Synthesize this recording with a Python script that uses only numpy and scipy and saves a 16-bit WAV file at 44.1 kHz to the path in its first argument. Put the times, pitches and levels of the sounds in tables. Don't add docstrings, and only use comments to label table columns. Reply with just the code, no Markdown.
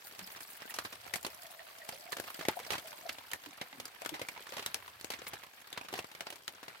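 import sys
import numpy as np
from scipy import signal
from scipy.fft import rfft, irfft, next_fast_len
from scipy.io import wavfile
from scipy.ndimage import uniform_filter1d

SR = 44100
rng = np.random.default_rng(int(sys.argv[2]) if len(sys.argv) > 2 else 0)


def dump_mix(stems):
    frames = np.atleast_2d(stems).T
    limited = np.clip(frames, -1, 1)
    pcm = np.round(limited * 32767).astype(np.int16)
    wavfile.write(sys.argv[1], SR, pcm)


N = 299880
GRAIN = 2048
GRAIN_S = np.arange(GRAIN) / SR
WIDEST_LEAD_MS = .55

# (time [s], crackle [dB], thump [dB], splash [dB], decay [s], low tone [Hz],
# tone boost [dB], high ring [Hz], ring boost [dB], pan to the left [dB], lead at the left ear [ms])
HEAVY_DROPS = [(0.1913, -45, -59, -49, 0.0027, 388, 7, 2270, 2, -2.0, 0.28),
               (0.316, -54.5, -70, -68, 0.0045, 900, 3, 2400, 7, 0.0, 0.27),
               (0.3614, -50, -53, -57, 0.005, 1030, 5, 4480, 5, -1.0, -0.26),
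               (0.405, -50.5, -59, -49.5, 0.0066, 1110, -1, 1640, 13, -2.5, -0.41),
               (0.62, -52, -49.5, -61, 0.0028, 1440, 12.5, 5260, 9, -5, -0.2),
               (0.6545, -61, -47, -74, 0.0027, 1440, 8, 1560, 9, 5, 0.58),
               (0.706, -50.5, -82, -58, 0.0035, 1270, 5, 2770, 11, -7, -0.29),
               (0.74, -44.5, -76, -45, 0.0058, 610, 9, 5670, 9.5, -0.5, 0.27),
               (0.763, -51, -55, -52, 0.0046, 935, 11, 4000, 5, -2, -0.46),
               (0.7865, -38, -45.5, -41.5, 0.0035, 1340, 10.5, 4180, 4.5, -0.5, 0.042),
               (0.849, -40.5, -43, -50.5, 0.0087, 1110, 5, 5030, 2, -2, -0.21),
               (0.926, -45.5, -54.5, -52, 0.0072, 1390, 1.5, 2010, 3, -3, 0.15),
               (1.065, -54.5, -50, -62, 0.0037, 730, 10, 2090, 8, -6, -0.47),
               (1.1377, -38, -42.5, -38.5, 0.0029, 690, 9, 2120, 14.5, 5, 0.48),
               (1.1574, -39.5, -43, -40.5, 0.0035, 714, 5, 2130, -1, -4.5, 0.1),
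               (1.229, -55, -66, -52, 0.0023, 900, 0, 7000, 6, 5, 0.42),
               (1.2479, -38, -42, -48, 0.0026, 860, 4.5, 4320, 7, -3, 0.25),
               (1.265, -43, -48, -42.5, 0.0028, 434, 12.5, 2900, 9.5, 1, 0.22),
               (1.89, -43, -51, -44, 0.0027, 750, 9, 2230, 3, -1.5, 0.42),
               (1.9228, -52, -57, -60, 0.011, 645, 15, 4750, 12.5, -2.5, 0.0),
               (2.12, -44, -62, -42.5, 0.0085, 1090, 12.5, 4180, 11, -1.5, -0.44),
               (2.1271, -43.5, -46.5, -60, 0.003, 378, 8, 1770, 17.5, -2, -0.38),
               (2.168, -42.5, -51, -46.5, 0.0035, 506, 7, 1620, 6, -1, 0.15),
               (2.184, -46, -49, -64, 0.0065, 680, 3, 1800, 0, -2.5, 0.14),
               (2.1992, -43.5, -37, -43.5, 0.002, 430, 7, 1560, 14.5, 4.5, 0.16),
               (2.239, -49.5, -53, -55, 0.0071, 600, 7, 2590, 5, 0, 0.19),
               (2.277, -50.5, -72, -67, 0.0054, 1130, 12, 2710, 6, -6, 0.069),
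               (2.302, -49.5, -70, -62, 0.0025, 1200, 10, 2200, 3, -4, 0.19),
               (2.391, -47, -42, -57, 0.013, 450, 5, 1770, 10, -2, 0.0),
               (2.4095, -45.5, -48, -61, 0.006, 1400, 12.5, 1560, 1, -2, 0.11),
               (2.4516, -42.5, -51, -50, 0.0018, 540, 14, 1990, 12.5, -1.5, 0.046),
               (2.4844, -33.5, -24, -37.5, 0.0021, 400, 4, 1970, 13.5, 1.0, 0.081),
               (2.4908, -39.5, -51, -66, 0.0037, 790, 16.5, 2200, -2, -1, 0.019),
               (2.591, -47.5, -64, -53, 0.0019, 920, 11, 2400, -1, -1.5, 0.0),
               (2.599, -51, -56, -54, 0.0048, 526, 16, 1990, 10, -2, 0.0),
               (2.6653, -52, -53, -59, 0.0039, 1190, 8, 4910, 10, -3.0, 0.15),
               (2.7043, -34, -42, -43.5, 0.0058, 950, 2, 3020, 1, -4, -0.3),
               (2.719, -37, -44.5, -42.5, 0.0086, 810, 9, 2220, -6, 1, -0.2),
               (2.7319, -42.5, -51, -49, 0.0064, 1460, 10, 2500, 11, -6, -0.012),
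               (2.738, -44.5, -44.5, -52, 0.0051, 1010, 17.5, 3910, 6, 4, -0.2),
               (2.752, -40.5, -44, -51, 0.0091, 1000, 5, 1950, 7, -3.0, 0.12),
               (2.7807, -41.5, -51, -50, 0.0053, 900, -6, 1600, 6, 0.5, 0.46),
               (2.929, -52.5, -73, -69, 0.0011, 925, 11, 3560, 9.5, -6, 0.26),
               (3.092, -35.5, -55, -47.5, 0.0031, 1330, 0, 2200, 3, -3.0, 0.013),
               (3.1839, -48.5, -52, -58, 0.004, 834, 6.5, 3280, 6, 2, 0.38),
               (3.315, -44.5, -84, -47, 0.0028, 795, -9, 2940, 7, -4, 0.27),
               (3.334, -40, -45.5, -40.5, 0.0016, 620, 3, 1850, 15.5, 0, 0.44),
               (3.437, -50.5, -74, -60, 0.003, 950, 0, 4200, -2, -3.5, 0.23),
               (3.46, -48, -66, -60, 0.0031, 900, 0, 4200, 5, -2, 0.36),
               (3.6132, -39, -42.5, -49.5, 0.0054, 604, 5, 2120, 6.5, -2.5, -0.46),
               (3.728, -51.5, -66, -67, 0.0019, 900, 9, 2050, 13, -4, -0.091),
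               (3.7998, -43, -53, -47.5, 0.003, 920, 3.5, 2700, 2, -3.5, 0.19),
               (3.854, -51, -61, -46.5, 0.0029, 1380, 6, 4800, 13.5, -1, 0.21),
               (4.019, -50.5, -62, -51, 0.0021, 620, 23.5, 2400, 11.5, 2.5, 0.48),
               (4.049, -46.5, -64, -51, 0.0031, 900, 12, 3000, 1, 1, 0.52),
               (4.06, -40.5, -43.5, -44.5, 0.0027, 1340, 11, 1570, -2, 5, 0.4),
               (4.092, -44.5, -56, -45, 0.0022, 547, 12, 3300, 11.5, 5.5, 0.43),
               (4.14, -41.5, -49, -51.5, 0.018, 880, 8, 1990, 8.5, -2, -0.5),
               (4.1944, -46, -52, -53, 0.0035, 940, 9, 1960, 1, 0.0, 0.2),
               (4.2153, -40.5, -37.5, -48.5, 0.0056, 560, 8, 2130, 8.5, 1.5, 0.35),
               (4.286, -42, -52.5, -44.5, 0.0028, 675, -2, 2230, 12.5, -2.0, 0.04),
               (4.3615, -55, -62, -72, 0.009, 1000, 16, 2220, 15, -4.5, -0.07),
               (4.3768, -51.5, -62, -63, 0.0015, 900, 13, 2130, 6, -2, -0.01),
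               (4.468, -53, -66, -60, 0.0035, 1200, 12.5, 1900, 7, -5, -0.02),
               (4.5215, -47.5, -62, -56, 0.003, 503, 18, 3040, 7, 1.0, 0.41),
               (4.5316, -46.5, -57, -55, 0.025, 1020, 6, 4400, 3, -1.5, 0.071),
               (4.5673, -42.5, -55, -50, 0.0054, 593, 11.5, 1930, 4, -1.0, 0.29),
               (4.581, -45, -51, -52, 0.005, 1140, 8, 2770, 6, -2.5, 0.18),
               (4.594, -41, -52, -52, 0.005, 400, 9, 2900, 4, 0, -0.1),
               (4.6241, -45, -58, -54, 0.007, 820, 2, 2590, 6, -2.0, 0.12),
               (4.6617, -36, -54, -38, 0.0022, 1000, 3, 3700, 5.5, -1.5, 0.22),
               (4.7443, -34.5, -59, -37, 0.00095, 1100, -8, 5360, 7.5, 2.5, 0.49),
               (4.8793, -54, -74, -61, 0.0017, 1090, 17, 2590, 6, 1.5, 0.32),
               (5.011, -52.5, -62, -52.5, 0.0022, 390, 7, 4180, 11, -4.0, -0.18),
               (5.0451, -46, -44.5, -49.5, 0.0015, 1080, 4, 6840, 10.5, 5.5, 0.49),
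               (5.1029, -40.5, -45.5, -43.5, 0.0037, 920, 11, 4400, 8, 1.5, 0.3),
               (5.118, -44, -67, -49, 0.0071, 460, 4, 2210, 7, 0.0, -0.46),
               (5.136, -41.5, -50, -53, 0.0062, 1190, -4, 1880, 9, -4, -0.47),
               (5.218, -48.5, -51, -65, 0.0022, 510, 8, 4800, 0, 1.5, 0.48),
               (5.267, -42.5, -54, -51, 0.0085, 597, 0, 2190, 7, 1, -0.04),
               (5.3335, -44, -44.5, -48, 0.0065, 815, 7.5, 2060, 2, -1.5, 0.056),
               (5.435, -51.5, -61, -57, 0.0036, 1100, 10.5, 2430, 6.5, -1, 0.07),
               (5.7282, -45.5, -55, -49, 0.0016, 820, -11, 3570, 12, 3.5, 0.54),
               (5.7752, -39.5, -42.5, -51, 0.0042, 970, 9.5, 1550, 5, 0.0, -0.008),
               (5.812, -52, -49.5, -58.5, 0.0029, 910, 17.5, 2590, 12, -4.5, -0.36),
               (5.8481, -52, -50, -61, 0.012, 1060, 5, 2470, 8, 1, 0.43),
               (5.885, -48, -60, -52.5, 0.0037, 1190, 7, 2250, 4, -3.5, 0.05),
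               (5.928, -45.5, -44.5, -53, 0.0032, 406, 10.5, 2650, -3, 2.5, 0.2),
               (5.9384, -39.5, -47, -49, 0.003, 745, 8, 1890, 4, 3.5, 0.25),
               (5.954, -43.5, -46, -52, 0.018, 820, 6, 4590, 3, -2.5, 0.18),
               (5.9772, -48.5, -55, -50, 0.011, 1070, 11, 2010, 11, -0.5, 0.2),
               (5.9894, -40.5, -39, -47.5, 0.0054, 720, 10, 2680, 7.5, -0.5, 0.029),
               (6.044, -53, -47.5, -58, 0.0019, 1130, 11, 2150, 7, 4, 0.52),
               (6.115, -52.5, -64, -59, 0.0039, 900, 9, 2600, 2, 2, 0.15),
               (6.15, -50, -59, -57, 0.0027, 1210, 4, 2200, 9, -3, -0.31),
               (6.207, -40, -47, -47.5, 0.0028, 630, 5.5, 2400, 3.5, 2.5, 0.43),
               (6.268, -43.5, -54, -55, 0.0034, 734, 10.5, 5030, 8, -1.0, 0.13),
               (6.3025, -47.5, -60, -48, 0.0032, 730, 8, 3000, 9, -1, 0.47),
               (6.3246, -47, -52, -55, 0.0078, 433, 8.5, 2530, 1, -3, 0.18),
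               (6.357, -52, -66, -55.5, 0.0056, 900, -3, 2600, 3, 6, 0.45),
               (6.479, -37, -63, -44, 0.0016, 955, -11, 3820, 4, 1, 0.57),
               (6.6294, -50.5, -51.5, -55.5, 0.0068, 1280, 11.5, 1640, -3, 1.5, 0.05),
               (6.681, -46, -46.5, -56, 0.0045, 790, 4, 2080, 8, 2.5, 0.43)]
# (time [s], level [dB], pitch [Hz])
PLOPS = [(0.241, -43.5, 5100), (0.695, -47.5, 1870), (1.5, -53.5, 716), (1.588, -45, 1840),
         (1.817, -43, 1895), (1.825, -57, 600), (1.93, -49, 531), (2.084, -47.5, 710), (2.421, -44.5, 635),
         (2.565, -36.5, 699), (2.845, -46, 643), (3.052, -40, 665)]
# (time [s], level [dB], pitch [Hz])
BUMPS = [(0.207, -65, 185), (3.464, -62.5, 291), (3.727, -68.5, 276), (3.772, -64.5, 247),
         (3.818, -69, 246), (4.114, -54.5, 312)]
# (time [s], patter [dB], spray [dB])
RAIN_LEVELS = [(0.0, -56.5, -59), (0.81, -54, -60.5), (1.25, -56.5, -58.5), (2.16, -56, -61),
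               (2.31, -53, -56), (2.63, -51.5, -59.5), (2.92, -56, -58), (3.58, -57, -65),
               (4.66, -53.5, -61.5), (4.94, -57.5, -63.5), (5.21, -55, -65), (5.64, -59, -65),
               (5.93, -56.5, -69), (6.1, -57.5, -64.5), (6.46, -60.5, -68), (6.8, -54.5, -65.5)]
# (start [s], fade [s], level [dB])
SIZZLES = [(.045, 0.049, -50), (.305, 0.042, -51), (.41, 0.038, -50.5), (.49, 0.054, -48.5),
           (.565, 0.018, -49), (.688, 0.033, -46.5), (1.227, 0.0094, -47), (1.46, 0.011, -70),
           (1.504, 0.027, -52), (2.298, 0.022, -50), (2.561, 0.019, -48), (2.869, 0.01, -45),
           (5.272, 0.024, -43)]
# (start [s], attack [s], hold [s], release [s])
BURBLE_ENVELOPE = (1.02, 0.13, 1.94, 0.18)
# (start [s], attack [s], hold [s], release [s])
RUMBLE_ENVELOPES = [(.7, 0.19, 0.4, 0.14), (4.543, 0.11, 0.66, 0.18)]
# (frequency [Hz], gain [dB])
CRACKLE_EQ = [(30, -20), (90, 8), (350, 9), (700, 5), (1400, 3.5), (2100, 4.5), (3000, 4), (4500, 1.5),
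              (6500, -1.5), (9500, -4), (12500, -3.5), (16000, -13)]
# (frequency [Hz], gain [dB])
SPATTER_EQ = [(40, -5), (130, -3.5), (450, 2.5), (900, 3.5), (2100, -4), (4400, -16), (8000, -28),
              (16000, -17)]
# (frequency [Hz], gain [dB])
PATTER_EQ = [(40, -10), (90, -6), (280, -15), (650, -1), (1300, 1.5), (2100, 1), (4400, -6), (7000, -30),
             (9500, -22), (12500, -40), (16000, -17)]
# (frequency [Hz], gain [dB])
SPRAY_EQ = [(2000, -32), (4500, 16), (6500, 5.5), (8100, 10.5), (9800, 6.5), (12500, 13.5), (15000, 12.5),
            (16000, -0.5)]
# (frequency [Hz], gain [dB])
FOREST_EQ = [(25, -36), (70, -16), (300, -7), (650, 1), (1300, -0.5), (2100, 1), (4400, -3), (7000, -9),
             (12500, -7), (16000, -14.5)]
# (frequency [Hz], correlation [0-1])
EAR_LIKENESS = [(50, .8), (300, .92), (550, .6), (1000, .08), (3000, .08), (15000, 0)]


def crackles(level_db=29.5, deep_db=-5.0, bass_db=-3.0, splash_gain_db=4.5, taut_s=0.0013):
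    (times, crackle_db, thump_db, splash_db, decay_s,
     tone_hz, tone_db, ring_hz, ring_db, pan_db, lead_ms) = np.transpose(HEAVY_DROPS)
    hz, out = bins_hz(GRAIN), np.zeros((2, N))
    body_db = crackle_db + 0.55 * (thump_db - crackle_db)
    drop_eqs = [[(180, low + deep_db), (400, low + bass_db), (850, mid), (4200, mid), (8000, high)]
                for low, mid, high in zip(body_db, crackle_db, splash_db + splash_gain_db)]
    colour_db = np.array([at_hz(eq, hz) for eq in drop_eqs]) + at_hz(CRACKLE_EQ, hz)
    colour_db += resonance(tone_hz, tone_db, octaves=0.24) + resonance(ring_hz, ring_db, octaves=0.093)
    hits = sheet_hits(colour_db + level_db, decay_s, lead_ms, snap=taut_s / decay_s[:, None],
                      direct_share=0.59, tail_s=0.013, tail_db=-6.5, tail_cut_hz=19000, rise_s=0.00054)
    for start, hit, pan in zip(times, hits, pan_db):
        add(out, start, hit * pan_gains(pan))
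    return out


def thumps(level_db=13.5, usual_push_s=0.0004, stretch_per_db=0.011, low_cut_hz=75):
    out, usual_db = np.zeros((2, N)), np.mean(HEAVY_DROPS, axis=0)[2]
    for start, _, thump_db, *_, lead_ms in HEAVY_DROPS:
        ear_time = GRAIN_S + np.array([[.5], [-.5]]) * lead_ms / 1000
        push_s = usual_push_s * np.exp(stretch_per_db * (thump_db - usual_db))
        swing = 2 - ear_time / push_s
        add(out, start, from_db(thump_db + level_db) * swing * np.exp(-swing ** 2))
    return butter(out, low_cut_hz, "high")


def spatter(level_db=-12.0, settle_s=0.02, sensitivity=0.63):
    times, crackle_db, *_ = np.transpose(HEAVY_DROPS)
    hit_energy = np.zeros(N)
    hit_energy[(times * SR).astype(int)] = from_db(sensitivity * (crackle_db - crackle_db.mean())) ** 2
    sheet_energy = signal.lfilter([1], [1, -np.exp(-1 / (settle_s * SR))], hit_energy + 1e-18)
    taps = shower(SPATTER_EQ, per_s=320, spread_db=6.0, spot_db=5.5,
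                  decay_s=0.0053, tail_s=0.008, tail_db=-1.5, spots=48)
    return from_db(level_db + crackle_db.mean()) * np.sqrt(sheet_energy) * unit_rms(taps)


def light_drops(level_db=-7.5):
    taps = shower(CRACKLE_EQ, per_s=20, spread_db=-1.0, spot_db=10.0,
                  decay_s=0.0051, tail_s=0.0024, tail_db=5.5, spots=48)
    return from_db(level_db) * ride_with_rain(taps, spray_gain_db=10.0)


def patter(level_db=-0.8):
    taps = shower(PATTER_EQ, per_s=175, spread_db=3.3, spot_db=6.0,
                  decay_s=0.0023, tail_s=0.0075, tail_db=-7.5)
    return from_db(level_db) * ride_with_rain(taps, spray_gain_db=3.0)


def spray(spurt_db=2.0, spurt_hz=12):
    ticks = shower(SPRAY_EQ, per_s=130, spread_db=4.4, spot_db=5.5, decay_s=.002, tail_s=.008, tail_db=-4)
    _, spray_db = rain_levels()
    return from_db(spray_db + spurt_db * wobble(spurt_hz)) * unit_rms(ticks)


def fizz(level_db=-3.5, bands=9, flare_db=4.5, flare_hz=25):
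    out, edges_hz = np.zeros((2, N)), np.linspace(5500, 16000, bands + 1)
    for low, high in zip(edges_hz, edges_hz[1:]):
        band_db = at_hz(SPRAY_EQ, (low + high) / 2) + flare_db * wobble(flare_hz)
        out += from_db(band_db) * butter(rng.standard_normal((2, N)), [low, high], "band")
    _, spray_db = rain_levels()
    return from_db(level_db + spray_db) * unit_rms(out)


def sizzles(band_hz=(8500, 16000), attack_share=0.3, grain_db=4, grain_hz=250):
    grains = from_db(grain_db * wobble(grain_hz))
    hiss = unit_rms(butter(grains * rng.standard_normal((2, N)), band_hz, "band"))
    envelope = sum(from_db(db) * swell(start, attack_share * fade, 0, fade) for start, fade, db in SIZZLES)
    return hiss * envelope


def plops():
    return hollow_rings(PLOPS, level_db=8.5, rise_s=0.0033, ring_s=0.011, glide=0.32, rough=0.54)


def burble(level_db=-61.0, centre_hz=655, width_hz=38, wander_octaves=0.07, stir_db=3.5):
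    stir = from_db(stir_db * wobble(rate_hz=16))
    pitch_hz = centre_hz * 2 ** (wander_octaves * wobble(rate_hz=10))
    flutter = butter(rng.standard_normal((2, N)), width_hz, "low")
    hollow = stir * flutter * np.sin(2 * np.pi * np.cumsum(pitch_hz) / SR)
    return from_db(level_db) * swell(*BURBLE_ENVELOPE) * unit_rms(hollow)


def bubbles(level_db=-11.5, per_s=70, spread_db=4.5, decay_cycles=5, pitches=40):
    out = np.zeros((2, N))
    strengths = random_gains(spread_db) * (rng.random(N) < per_s / SR)
    which_ring = rng.integers(0, pitches, N)
    pitch_hz = np.geomspace(750, 5400, pitches)[:, None, None]
    phase = 2 * np.pi * (pitch_hz * GRAIN_S + rng.random((pitches, 2, 1)))
    rings = np.sin(phase) * hit_envelope(rise_s=0.000097, decay_s=decay_cycles / pitch_hz)
    rings *= pan_gains(4 * rng.standard_normal(pitches)).T[:, :, None]
    for i in np.flatnonzero(strengths):
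        add(out, i / SR, strengths[i] * rings[which_ring[i]])
    patter_db, _ = rain_levels()
    return from_db(level_db + patter_db) * unit_rms(out)


def bumps():
    return hollow_rings(BUMPS, level_db=25.5, rise_s=0.0059, ring_s=0.009, glide=0.071, rough=0.41)


def rumble(level_db=-72, band_hz=(65, 115)):
    noise = unit_rms(butter(rng.standard_normal(N), band_hz, "band"))
    return from_db(level_db) * sum(swell(*envelope) for envelope in RUMBLE_ENVELOPES) * noise


def forest(level_db=-2.24):
    size = next_fast_len(N)
    hz = bins_hz(size)
    spectrum = diffuse_stereo(rfft(rng.standard_normal((2, size))), hz)
    hiss = irfft(spectrum * from_db(at_hz(FOREST_EQ, hz)), size)[:, :N]
    return from_db(level_db) * ride_with_rain(hiss, spray_gain_db=0.0)


def sheet_hits(colour_db, decay_s, lead_ms, snap, direct_share, tail_s, tail_db, tail_cut_hz, rise_s):
    hz = bins_hz(GRAIN)
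    head = noise_bursts(hit_envelope(rise_s, decay_s[:, None]))
    tail = noise_bursts(hit_envelope(decay_s[:, None], tail_s))
    direct = np.sqrt(direct_share) * flatten(head[2] + snap) * ear_delays(lead_ms)
    ripples = from_db(tail_db) * tail[:2] / (1 + 1j * hz / tail_cut_hz)
    diffuse = np.sqrt(1 - direct_share) * flatten(head[:2]) + ripples
    return irfft((direct + diffuse_stereo(diffuse, hz)) * minimum_phase(colour_db)).swapaxes(0, 1)


def shower(eq, per_s, spread_db, spot_db, decay_s, tail_s, tail_db, spots=96):
    out = np.zeros((2, N))
    colour_db = at_hz(eq, bins_hz(GRAIN)) + spot_db * spot_colours(spots)
    bearing = rng.uniform(-0.99, 1, spots)
    decays_s = decay_s * from_db(rng.normal(0, 1.0, spots))
    hits = sheet_hits(colour_db, decays_s, WIDEST_LEAD_MS * bearing, snap=0, direct_share=0.5,
                      tail_s=tail_s, tail_db=tail_db, tail_cut_hz=43000, rise_s=0.00036)
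    hits *= pan_gains(5.5 * bearing).T[:, :, None]
    strengths, which_spot = random_gains(spread_db), rng.integers(0, spots, N)
    for i in np.flatnonzero(rng.random(N) < per_s / SR):
        add(out, i / SR, strengths[i] * hits[which_spot[i]])
    return out


def spot_colours(spots):
    knots_hz = np.geomspace(100, 16000, num=30)
    heights = np.clip(rng.standard_normal((spots, len(knots_hz))), -1.8, 1.1)
    heights *= np.minimum(knots_hz / 900, 1)
    return np.array([np.interp(bins_hz(GRAIN), knots_hz, row) for row in heights])


def resonance(centre_hz, boost_db, octaves, broadens_above_db=7):
    width = octaves * np.sqrt(np.maximum(boost_db / broadens_above_db, 1))
    detune = np.log2(bins_hz(GRAIN) / centre_hz[:, None]) / width[:, None]
    return boost_db[:, None] / (1 + detune ** 2)


def hollow_rings(events, level_db, rise_s, ring_s, glide, rough):
    out, t = np.zeros((2, N)), np.arange(SR // 6) / SR
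    for start, event_db, hz in events:
        age = t * np.sqrt(hz / 650)
        envelope = (1 - np.exp(-age / rise_s)) ** 2 * np.exp(-age / ring_s)
        waver = rough * wobble(rate_hz=115, shape=(2, len(t)))
        tone = np.sin(2 * np.pi * hz * t * (1 + glide * t) + waver) * (1 + waver[::-1])
        add(out, start, from_db(event_db + level_db) * tone * envelope)
    return out


def rain_levels():
    times, *levels = np.transpose(RAIN_LEVELS)
    return [np.interp(np.arange(N) / SR, times, level) for level in levels]


def ride_with_rain(x, spray_gain_db, crossover_hz=7000):
    patter_db, spray_db = rain_levels()
    x = unit_rms(x)
    top = butter(x, crossover_hz, "high", order=1)
    return (x - top) * from_db(patter_db) + top * from_db(spray_db + spray_gain_db)


def noise_bursts(envelopes):
    envelopes = envelopes / np.linalg.norm(envelopes, axis=1, keepdims=True)
    return rfft(envelopes * rng.standard_normal((3, *envelopes.shape)))


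def flatten(spectra, bins=27):
    power = uniform_filter1d(np.abs(spectra) ** 2, size=bins, axis=-1)
    return spectra * minimum_phase(-10 * np.log10(power + 1e-12))


def minimum_phase(gain_db):
    cepstrum = irfft(np.log(from_db(gain_db)))
    half = cepstrum.shape[-1] // 2
    cepstrum[..., 1:half] *= 2
    cepstrum[..., half + 1:] = 0
    return np.exp(rfft(cepstrum))


def diffuse_stereo(pair, hz):
    alike = at_hz(EAR_LIKENESS, hz)
    mid, side = np.sqrt(1 + alike) * pair[0], np.sqrt(1 - alike) * pair[1]
    return np.array([mid + side, mid - side]) / np.sqrt(2)


def ear_delays(lead_ms):
    delay_s = (WIDEST_LEAD_MS + np.outer([-1, 1], lead_ms)) / 2000
    return np.exp(-2j * np.pi * np.multiply.outer(delay_s, bins_hz(GRAIN)))


def pan_gains(pan_db):
    return from_db(np.multiply.outer([.5, -.5], np.atleast_1d(pan_db)))


def hit_envelope(rise_s, decay_s):
    return (1 - np.exp(-GRAIN_S / rise_s)) * np.exp(-GRAIN_S / decay_s)


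def swell(start, attack, hold, release):
    return np.interp(np.arange(N) / SR, start + np.cumsum([0, attack, hold, release]), [0, 1, 1, 0])


def wobble(rate_hz, shape=N):
    return unit_rms(butter(rng.standard_normal(shape), rate_hz, "low"))


def random_gains(spread_db):
    return from_db(spread_db * np.minimum(rng.exponential(1, N), 3))


def add(out, start_s, sound):
    i = int(np.clip(start_s * SR, 0, N - 1))
    out[:, i:i + sound.shape[-1]] += sound[..., :N - i]


def at_hz(curve, hz):
    knots_hz, values = np.transpose(curve)
    return np.interp(np.log(hz), np.log(knots_hz), values)


def bins_hz(size):
    return np.maximum(np.fft.rfftfreq(size, 1 / SR), 1)


def butter(x, hz, kind, order=2):
    return signal.sosfilt(signal.butter(order, hz, kind, fs=SR, output="sos"), x + 1e-18)


def from_db(db):
    return 10 ** (np.asarray(db) / 20)


def unit_rms(x):
    return x / np.sqrt(np.mean(x ** 2) + 1e-20)


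def scene():
    rings = plops() + bumps()
    tarp = crackles() + thumps() + spatter() + light_drops() + patter() + spray() + fizz() + sizzles()
    return tarp + rings + burble() + bubbles() + rumble() + forest()


def record(dry, low_cut_hz=42, high_cut_hz=16100):
    thinned = butter(dry, low_cut_hz, "high")
    return signal.sosfilt(signal.ellip(10, .2, 70, high_cut_hz, fs=SR, output="sos"), thinned)


dry = scene()
out = record(dry)
dump_mix(out)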